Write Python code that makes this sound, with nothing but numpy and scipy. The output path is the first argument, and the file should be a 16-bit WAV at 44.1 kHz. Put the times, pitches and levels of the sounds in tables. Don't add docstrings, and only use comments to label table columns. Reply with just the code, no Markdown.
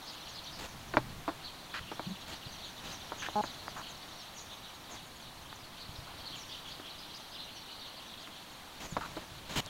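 import sys
import numpy as np
from scipy import signal
from scipy.fft import rfft, irfft, next_fast_len
from scipy.io import wavfile
from scipy.ndimage import uniform_filter1d

SR = 44100
rng = np.random.default_rng(int(sys.argv[2]) if len(sys.argv) > 2 else 0)


def generate_wav(sig):
    pcm = np.round(np.clip(np.atleast_2d(sig).T, -1, 1) * 32767).astype(np.int16)
    wavfile.write(sys.argv[1], SR, pcm)


N = 427329
TIME = np.arange(N) / SR
CHEEP_S, SLUR_S = 0.05, 0.035

# (frequency [Hz], relative level [dB])
RUMBLE_COLOUR = [(15, 3), (40, -1.5), (80, 1), (170, 0.5), (300, -14), (800, -37.5)]
# (frequency [Hz], relative level [dB])
SKIN_COLOUR = [(150, -3.5), (1000, -13.5), (2200, -12), (3000, -13), (4200, -15), (5200, -19.5),
               (7000, -18), (9000, -29.5), (15000, -31)]
# (time [s], tap peak [dB], pitch [Hz], rattle compared with tap [dB])
FINGER_KNOCKS = [(0.9382, -24.5, 1280, 1), (0.9698, -8, 1020, -6.5), (1.2791, -22.5, 754, -1),
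                 (1.287, -35, 710, 8), (1.916, -30, 670, -2), (1.995, -23.5, 800, -9),
                 (3.1197, -30.5, 704, 1.5), (3.2865, -24, 746, -17), (3.438, -25.5, 1130, -2.5),
                 (3.681, -24.5, 970, -33), (5.528, -31.5, 1050, -19.5), (6.797, -41, 1290, 4.5),
                 (8.274, -34.5, 1390, -8), (8.967, -20.5, 696, -1), (9.168, -39.5, 450, 9.5),
                 (9.662, -27.5, 5000, -16)]
# (time [s], level [dB], pitch [Hz])
FINGER_RUBS = [(1.739, -40.5, 1590), (3.22, -41, 1720), (3.763, -45, 1070), (6.07, -53, 880),
               (9.007, -43.5, 1070)]
# (time [s], length [s], level [dB])
HAND_BRUSHES = [(0.588, 0.08, -53.5), (2.277, 0.068, -54.5), (2.837, 0.11, -55), (4.893, 0.079, -57.5),
                (8.801, 0.068, -53.5), (9.054, 0.19, -58.5), (9.492, 0.064, -53), (9.557, 0.047, -46.5)]
# (time [s], relative level [dB])
CHEEP_LEVELS = [(0.0, -53), (0.46, -52), (0.67, -60.5), (1.24, -62.5), (1.53, -55.5), (2.02, -52.5),
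                (3.72, -52), (5.29, -58), (6.5, -52), (7.96, -51.5), (8.83, -60.5), (9.69, -55.5)]
# (time [s], relative level [dB])
SLUR_LEVELS = [(0.0, -57.5), (0.73, -57.5), (1.27, -71), (1.97, -62), (2.94, -56.5), (6.12, -66),
               (6.42, -55), (6.77, -62.5), (9.69, -64.5)]


def from_db(db):
    return 10 ** (np.asarray(db) / 20)


def rms_one(x):
    return x / np.sqrt(np.mean(x ** 2) + 1e-20)


def level_curve(rows):
    return from_db(np.interp(TIME, *np.transpose(rows)))


def add(out, s, sound):
    at = max(0, round(s * SR))
    out[at:at + len(sound)] += sound[:max(0, N - at)]


def noise(spectrum):
    hz, db = np.transpose(spectrum)
    size = next_fast_len(N)
    colour = from_db(np.interp(np.log(np.fft.rfftfreq(size, 1 / SR) + 1), np.log(hz), db))
    return rms_one(irfft(rfft(rng.standard_normal(size)) * colour, size)[:N])


def drift(per_s):
    return np.interp(TIME * per_s, np.arange(N // 10), rng.standard_normal(N // 10))


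def resonate(x, hz, width_hz):
    r = np.exp(-np.pi * width_hz / SR)
    feedback = [1, -2 * r * np.cos(2 * np.pi * hz / SR), r * r]
    return signal.lfilter(np.array([1, 0, -1]) * (1 - r * r) / 2, feedback, x + 1e-18)


def low_pass(x, hz, order=2):
    return signal.sosfilt(signal.butter(order, min(hz, .45 * SR), fs=SR, output="sos"), x)


def gate(t, length, edge):
    return np.clip(t / edge, 0, 1) * np.clip((length - t) / edge + 1, 0, 1)


def background():
    # (frequency [Hz], relative level [dB])
    town_colour = [(60, -14), (200, -3), (300, -1), (420, -7.5), (700, -1), (1050, -1.5), (1500, -5.5),
                   (2200, -8.5), (4000, -9.5), (8000, -22.5)]
    hiss_colour = [(100, 19), (5000, -4.5), (8500, 6.5), (13000, 3.5), (16000, -10)]
    # (time [s], relative level [dB])
    town_levels = [(0.0, -53.5), (1.89, -55), (3.16, -53), (5.61, -56), (6.21, -53.5), (7.53, -55),
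                   (9.69, -55.5)]
    wind_levels = [(0.0, -70.5), (1.05, -52.5), (1.51, -66), (3.51, -62), (4.32, -66.5), (6.59, -62),
                   (7.1, -68), (8.34, -69), (9.69, -59.5)]
    town = from_db(3.0) * level_curve(town_levels) * noise(town_colour)
    wind = from_db(5.0) * level_curve(wind_levels) * noise(RUMBLE_COLOUR) * from_db(2 * drift(22))
    return town + wind + from_db(-62.5) * noise(hiss_colour)


def grip(spread_s=0.32):
    touches = FINGER_KNOCKS + FINGER_RUBS + HAND_BRUSHES
    shifting = sum(np.exp(-np.abs(TIME - s) / spread_s) for s, *_ in touches)
    return from_db(-61.5) * np.sqrt(shifting) * noise(SKIN_COLOUR)


def rubs(rub_s=0.0557, rub_fade_db_per_s=72, brush_hz=835):
    out, skin_gain, t = np.zeros(N), np.zeros(N), np.arange(SR // 4) / SR
    hiss, grain = noise(SKIN_COLOUR), from_db(1.5 * drift(350))
    hardest = max(db for _, _, db in HAND_BRUSHES)
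    strokes = [(s, rub_s, db, hz, db - 10.5, rub_fade_db_per_s) for s, db, hz in FINGER_RUBS]
    strokes += [(s, length, db, brush_hz, -33.5 + 1.69 * (db - hardest), 0)
                for s, length, db in HAND_BRUSHES]
    for s, length, db, hz, hiss_db, fade in strokes:
        stroke = gate(t, length, edge=.002) * from_db(fade * (length / 2 - t))
        friction = rng.standard_normal(len(t))
        scrape = resonate(resonate(friction, hz, hz * 0.87), hz, hz * 0.87)
        scrape -= 0.63 * resonate(scrape, 2120, 860)
        add(out, s, from_db(db) * stroke * rms_one(low_pass(scrape, 6300, order=8)))
        add(skin_gain, s, from_db(hiss_db) * stroke)
    rasp = from_db(0.5) * skin_gain ** 2 / skin_gain.max() * resonate(hiss, hz=3000, width_hz=230)
    return grain * (out + skin_gain * hiss + rasp)


def creaks(jitter=0.02):
    # (time [s], length [s], slip rate [1/s], level [dB], ringing pitch [Hz])
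    slip_runs = [(2.062, 0.0091, 170, -34, 199), (2.09, 0.022, 192, -37, 195),
                 (3.356, 0.056, 210.5, -29, 825)]
    out, t = np.zeros(N), np.arange(SR // 8) / SR
    for s, length, rate_hz, db, hz in slip_runs:
        wobble = rms_one(low_pass(rng.standard_normal(len(t)), 150))
        slip_count = np.cumsum(rate_hz * (1 + jitter * wobble)) / SR
        slips = np.diff(np.floor(slip_count), prepend=-1) * (t < length)
        body = from_db(-9) * resonate(slips, hz=130, width_hz=163)
        creak = low_pass(resonate(slips, hz, hz * 0.13) - body, hz * 1.9, order=10)
        add(out, s, from_db(db) * creak / np.sqrt(np.sum(creak ** 2) / (length * SR)))
    return out


def bumps(fade_s=0.041):
    # (time [s], peak level [dB], pitch [Hz])
    palm_bumps = [(1.81, -33.5, 113), (2.466, -33, 135), (2.869, -43, 96), (5.892, -32, 102),
                  (5.987, -32.5, 92), (8.924, -29.5, 167), (9.318, -35, 100)]
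    thuds, settling, t = np.zeros(N), np.zeros(N), np.arange(SR // 3) / SR
    for s, db, hz in palm_bumps:
        add(thuds, s, from_db(db - 60 * t / fade_s) * np.sin(2 * np.pi * hz * t))
        add(settling, s, from_db(db - 22.5) * gate(t, length=0.065, edge=0.0065))
    return thuds + settling * noise(RUMBLE_COLOUR)


def case_ring(growth=1.63):
    # (pitch [Hz], level compared with the hardest knock [dB], time to fade 60 dB [s])
    tones = [(604, -5.5, 0.043), (128.6, -29, 0.58)]
    out, t = np.zeros(N), np.arange(SR // 3) / SR
    ring = sum(from_db(db - 60 * t / fade_s) * np.sin(2 * np.pi * hz * t) for hz, db, fade_s in tones)
    hardest = max(db for _, db, _, _ in FINGER_KNOCKS)
    for s, db, _, _ in FINGER_KNOCKS:
        add(out, s + .0013, from_db(hardest + growth * (db - hardest)) * ring)
    return out


def knocks(rattle_fade_s=0.064):
    # (pitch [Hz], width [Hz], relative level [dB])
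    resonances = [(312, 75, -3.5), (635, 75, -5), (857, 196, -5.5), (1230, 740, -12), (1610, 160, -12),
                  (2300, 200, -27), (3370, 530, -24), (4400, 1100, -20.5)]
    out, t = np.zeros(N), np.arange(SR // 6) / SR
    click = 1.0 * (t == 0)
    for s, db, hz, rattle_db in FINGER_KNOCKS:
        tap = low_pass(resonate(click, hz, hz * .7), hz * 2.1, order=4)
        tap /= np.abs(tap).max()
        shake = rng.standard_normal(len(t)) * from_db(-60 * t / rattle_fade_s)
        rattle = sum((-1) ** k * from_db(level) * resonate(shake, pitch, width)
                     for k, (pitch, width, level) in enumerate(resonances))
        rattle = low_pass(rattle, 3300, order=3)
        rattle /= np.abs(rattle).max()
        add(out, s, from_db(db) * (from_db(rattle_db) * rattle - tap))
    return out


def house_echoes(x, echo_db, fade_s=0.73):
    t = np.arange(SR // 2) / SR
    echoes = rng.standard_normal(len(t)) * (t > .015) * from_db(-60 * t / fade_s)
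    return x + from_db(echo_db) * signal.fftconvolve(x, echoes / np.linalg.norm(echoes))[:N]


def twig_echoes(note, share, fade_s=0.058):
    t = np.arange(SR // 16) / SR
    echoes = rng.standard_normal(len(t)) * (rng.random(len(t)) < .02) * from_db(-60 * t / fade_s)
    echoes *= np.sqrt(share) / np.linalg.norm(echoes)
    echoes[0] = np.sqrt(1 - share)
    return rms_one(signal.fftconvolve(note, echoes)) * np.sqrt(len(note) / (len(note) + len(t)))


def whistle(hz, rasp, voice):
    t = np.arange(len(hz)) / SR
    trill = np.sin(2 * np.pi * ((90 + 170 * voice) * t + voice))
    unsteady = np.interp(t * 1500, np.arange(256), rng.standard_normal(256))
    phase = 2 * np.pi * np.cumsum(hz * (1 + rasp * (unsteady + trill))) / SR
    swell = np.sqrt(np.sin(np.pi * (np.arange(len(t)) + .5) / len(t)))
    return rms_one(np.sin(phase) * swell * (1 + 0.34 * trill))


def cheep(length, top_hz, voice):
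    from_top = np.linspace(-.75, 1, int(length * SR))
    return whistle(top_hz * (1 - .3 * from_top ** 2), rasp=.048, voice=voice)


def slur(length, start_hz, voice):
    progress = np.linspace(0, 1, int(length * SR))
    return whistle(start_hz * (1 - .12 * progress ** 1.3), rasp=.018, voice=voice)


def chorus(notes, burst_db=1.95, bursts_per_s=23):
    bursts = from_db(burst_db * drift(bursts_per_s))
    voices = house_echoes(notes, echo_db=-5)
    power = uniform_filter1d(voices ** 2, size=SR // 5)
    evened = voices / np.sqrt(np.abs(power) + .03 * np.mean(power))
    return bursts * evened


def far_flock(cheep_count=1800, slur_count=1700):
    cheeps, slurs = np.zeros(N), np.zeros(N)
    for when, stretch, pitch, area, voice in rng.random((cheep_count, 5)):
        distance = np.sqrt(.04 + area)
        call = cheep(0.00903 + .026 * stretch, 2950 + 2000 * pitch, voice)
        add(cheeps, when * N / SR, call / distance)
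    for when, stretch, pitch, area, voice in rng.random((slur_count, 5)):
        distance = np.sqrt(.008 + area)
        call = slur(0.0134 + 0.0194 * stretch, 5800 + 1500 * pitch ** 2.4, voice)
        add(slurs, when * N / SR, call / distance)
    cheeping = from_db(0.3) * level_curve(CHEEP_LEVELS) * chorus(low_pass(cheeps, 4620, order=20))
    twitter = from_db(-4.0) * level_curve(SLUR_LEVELS) * chorus(slurs)
    return cheeping + twitter


def stray_birds(turns=32):
    out = np.zeros(N)
    for note, length, low_hz, high_hz, levels, offset_db in (
            (cheep, CHEEP_S, 3650, 5100, CHEEP_LEVELS, -0.5),
            (slur, SLUR_S, 6000, 7400, SLUR_LEVELS, 1.5)):
        for turn, (delay, pitch, stretch, voice) in enumerate(rng.random((turns, 4))):
            s = (turn + delay) / turns * N / SR
            db = offset_db + np.interp(s, *np.transpose(levels))
            call = note(length * (.5 + stretch), low_hz + (high_hz - low_hz) * pitch, voice)
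            add(out, s, from_db(db) * twig_echoes(call, share=.3))
    return out


def near_birds(neighbour_db=-4.5, time_spread_s=0.05, pitch_spread=0.2):
    # (time [s], top pitch [Hz], relative level [dB])
    clear_cheeps = [(0.07, 4760, -46.5), (0.345, 4400, -47.5), (0.46, 3650, -49), (0.515, 5000, -50.5),
                    (1.435, 4400, -44), (1.868, 2980, -49.5), (2.62, 3770, -46.5), (4.2, 3830, -54),
                    (4.495, 3650, -49.5), (4.63, 3850, -51.5), (5.255, 4000, -54), (5.79, 4420, -49),
                    (6.244, 4270, -44), (6.315, 3270, -45), (6.508, 3600, -44.5), (7.135, 4800, -49),
                    (7.385, 3930, -45.5), (7.818, 4060, -48)]
    # (time [s], starting pitch [Hz], relative level [dB])
    clear_slurs = [(2.515, 6450, -54), (2.914, 6470, -50), (3.195, 6600, -48), (3.425, 6700, -53),
                   (3.89, 6940, -54), (4.185, 5750, -54), (4.362, 6170, -48.5), (4.405, 6800, -53),
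                   (4.908, 6660, -50), (6.405, 5900, -55), (7.555, 5920, -54), (8.835, 6900, -52),
                   (8.905, 7170, -54)]
    out = stray_birds()
    for calls, note, length in ((clear_cheeps, cheep, CHEEP_S), (clear_slurs, slur, SLUR_S)):
        for (s, hz, db), voice in zip(calls, rng.random(len(calls))):
            add(out, s, from_db(db) * twig_echoes(note(length, hz, voice), share=.25))
            for lag, shift, other_voice in rng.random((2, 3)):
                neighbour = note(length, hz * (1 + pitch_spread * (shift - .5)), other_voice)
                start = s + time_spread_s * (lag - .5)
                add(out, start, from_db(db + neighbour_db) * twig_echoes(neighbour, share=.5))
    return from_db(-4.0) * house_echoes(out, echo_db=-8.5)


def scene():
    birds = near_birds() + far_flock()
    hand = knocks() + case_ring() + bumps() + creaks() + rubs() + grip()
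    mono = birds + hand + background()
    return np.array([mono, mono])


def record(dry, cutoff_hz=15750):
    return signal.sosfilt(signal.ellip(10, .1, 70, cutoff_hz, fs=SR, output="sos"), dry)


dry = scene()
out = record(dry)
generate_wav(out)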